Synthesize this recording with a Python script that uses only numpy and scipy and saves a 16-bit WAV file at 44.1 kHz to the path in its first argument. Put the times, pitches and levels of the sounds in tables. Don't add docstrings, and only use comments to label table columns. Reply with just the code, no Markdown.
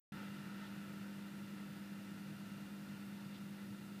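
import sys
import numpy as np
from scipy.fft import rfft, irfft
from scipy.io import wavfile

SR = 44100
rng = np.random.default_rng(int(sys.argv[2]) if len(sys.argv) > 2 else 0)


def dump_mix(stems):
    frames = np.atleast_2d(stems).T
    limited = np.clip(frames, -1, 1)
    pcm = np.round(limited * 32767).astype(np.int16)
    wavfile.write(sys.argv[1], SR, pcm)


N = 176400

MAINS_HZ, ROTOR_HZ = 49.966, 29.98
WAVER_PER_S, FLUTTER_PER_S = 1.5, 15
START_S, FADE_IN_S, CUTOFF_HZ = .12, .0024, 15300


def from_db(db):
    return 10 ** (np.asarray(db) / 20)


def seconds():
    return np.arange(N) / SR


def bin_hz():
    return np.maximum(np.arange(N // 2 + 1) * SR / N, 1)


def drift(rate):
    hz = np.arange(N // 2 + 1) * SR / N
    slow = irfft(rfft(rng.standard_normal(N)) / (1 + (hz / rate) ** 2) ** 2, N)
    return (slow - slow.mean()) / slow.std()


def noise(gain):
    return irfft(rfft(rng.standard_normal(N)) * gain, N) * np.sqrt(SR / 2)


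def colour(points):
    hz, db = np.transpose(points)
    return from_db(np.interp(np.log(bin_hz()), np.log(hz), db))


def tones(base_hz, partials, waver_db):
    out = np.zeros(N)
    for multiple, db in partials:
        cycles = round(multiple) * base_hz * seconds() + rng.random()
        amplitude = np.sqrt(2) * from_db(db + waver_db * drift(WAVER_PER_S))
        out += amplitude * np.sin(2 * np.pi * cycles)
    return out


def swells(events, spectrum):
    envelope = sum(from_db(db) * np.exp(-2 * ((seconds() - peak_s) / length_s) ** 2)
                   for peak_s, length_s, db in events)
    return envelope * noise(colour(spectrum))


def handling():
    # peak time in seconds, length in seconds, gain in dB.
    rustles = [(.24, 0.056, -6), (.655, 0.069, -2), (3.355, 0.036, 0)]
    bumps = [(.155, 0.047, 6), (2.15, 0.036, -5), (2.45, .04, -6), (2.655, .04, 3)]
    # frequency in Hz, level in dB per Hz before that gain.
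    rustle_eq = [(1000, -112), (2600, -101), (3500, -94), (4800, -105), (7000, -120), (12000, -135)]
    bump_eq = [(15, -108), (35, -101), (80, -88), (130, -93), (300, -115), (1000, -150)]
    return swells(rustles, rustle_eq) + swells(bumps, bump_eq)


def air_rumble():
    # frequency in Hz, level in dB per Hz before the gain.
    rumble_eq = [(20, -122), (40, -111), (62, -101), (80, -89), (95, -87.5), (109, -76.5), (126, -80.5),
                 (148, -74), (185, -73.5), (225, -80), (330, -86), (420, -92.5), (900, -118)]
    gain = from_db(-3 + 1.44 * drift(FLUTTER_PER_S))
    return gain * noise(colour(rumble_eq))


def airflow():
    # time in seconds, relative level in dB.
    contour = [(0.22, -54), (0.38, -55), (0.6, -55), (0.9, -55.5), (1.35, -57.5), (2.3, -56.5), (3.1, -58),
               (3.75, -59)]
    times, levels = np.transpose(contour)
    flow_db = np.interp(seconds(), times, levels)
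    return flow_db - flow_db.mean() + .5 * drift(FLUTTER_PER_S)


def air_rush(flow_db):
    # frequency in Hz, level in dB per Hz before the gain.
    rush_eq = [(200, -105), (480, -95), (700, -96), (1100, -101), (1600, -99), (2050, -99), (2200, -102),
               (2500, -99), (3200, -104), (3700, -103), (4900, -106), (6500, -117), (12000, -130)]
    gain = from_db(.5 + .54 * flow_db)
    return gain * noise(colour(rush_eq))


def housing_ring(flow_db):
    # centre in Hz, half-width in Hz, peak in dB per Hz before the gain.
    resonances = [(521, 40, -95.5), (908, 46, -94.5), (1263, 32, -95.5), (1329, 37, -88), (1402, 40, -90),
                  (1450, 43, -96), (1526, 42, -94), (1687, 20, -94), (1822, 70, -94), (2030, 35, -99.5),
                  (2007, 44, -95.5), (2350, 92, -102), (2666, 33, -98.5), (2800, 153, -99),
                  (3520, 130, -106)]
    power = sum((from_db(peak_db) / (1 + ((bin_hz() - hz) / width) ** 2)) ** 2
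                for hz, width, peak_db in resonances)
    gain = from_db(.5 + 1.8 * flow_db)
    return gain * noise(np.sqrt(power))


def rotor_tones():
    # multiple of the turning rate, level in dB.
    partials = [(6, -67.5), (7, -68), (8, -75), (9, -88), (12, -81)]
    return tones(ROTOR_HZ, partials, waver_db=3)


def winding_buzz():
    # multiple of the mains rate, level in dB.
    partials = [(15, -89), (19, -88), (20, -85), (23, -82.5), (24, -85.5), (27, -84), (29, -79.5),
                (34, -92), (36, -93), (42, -85), (43, -92), (53, -86), (55, -92), (56, -77), (57, -88.5),
                (71, -91), (72, -81), (81, -98), (82, -89), (83, -97), (88, -102), (93, -91)]
    return tones(MAINS_HZ, partials, waver_db=1.2)


def iron_hum():
    # multiple of the mains rate, level in dB before the gain.
    partials = [(3, -68), (4, -51.5), (5, -75), (6, -64), (7, -72), (8, -84), (10, -85), (11, -83)]
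    gain = from_db(1.5 - .5 * seconds())
    return gain * tones(MAINS_HZ, partials, waver_db=.3)


def scene():
    motor = iron_hum() + winding_buzz() + rotor_tones()
    flow_db = airflow()
    air = air_rumble() + air_rush(flow_db) + housing_ring(flow_db)
    return (motor + air + handling())[None]


def record(dry):
    # frequency in Hz, level in dB per Hz.
    hiss_eq = [(500, -111), (6500, -110), (10000, -110.2), (12500, -110.8), (14300, -109.7), (15300, -111)]
    fade_in = np.clip((seconds() - START_S) / FADE_IN_S, 0, 1)
    live = (dry + noise(colour(hiss_eq))) * fade_in
    high_cut = np.clip((CUTOFF_HZ - bin_hz()) / 100 + .5, 0, 1)
    return irfft(rfft(live) * high_cut, N)


dry = scene()
out = record(dry)
dump_mix(out)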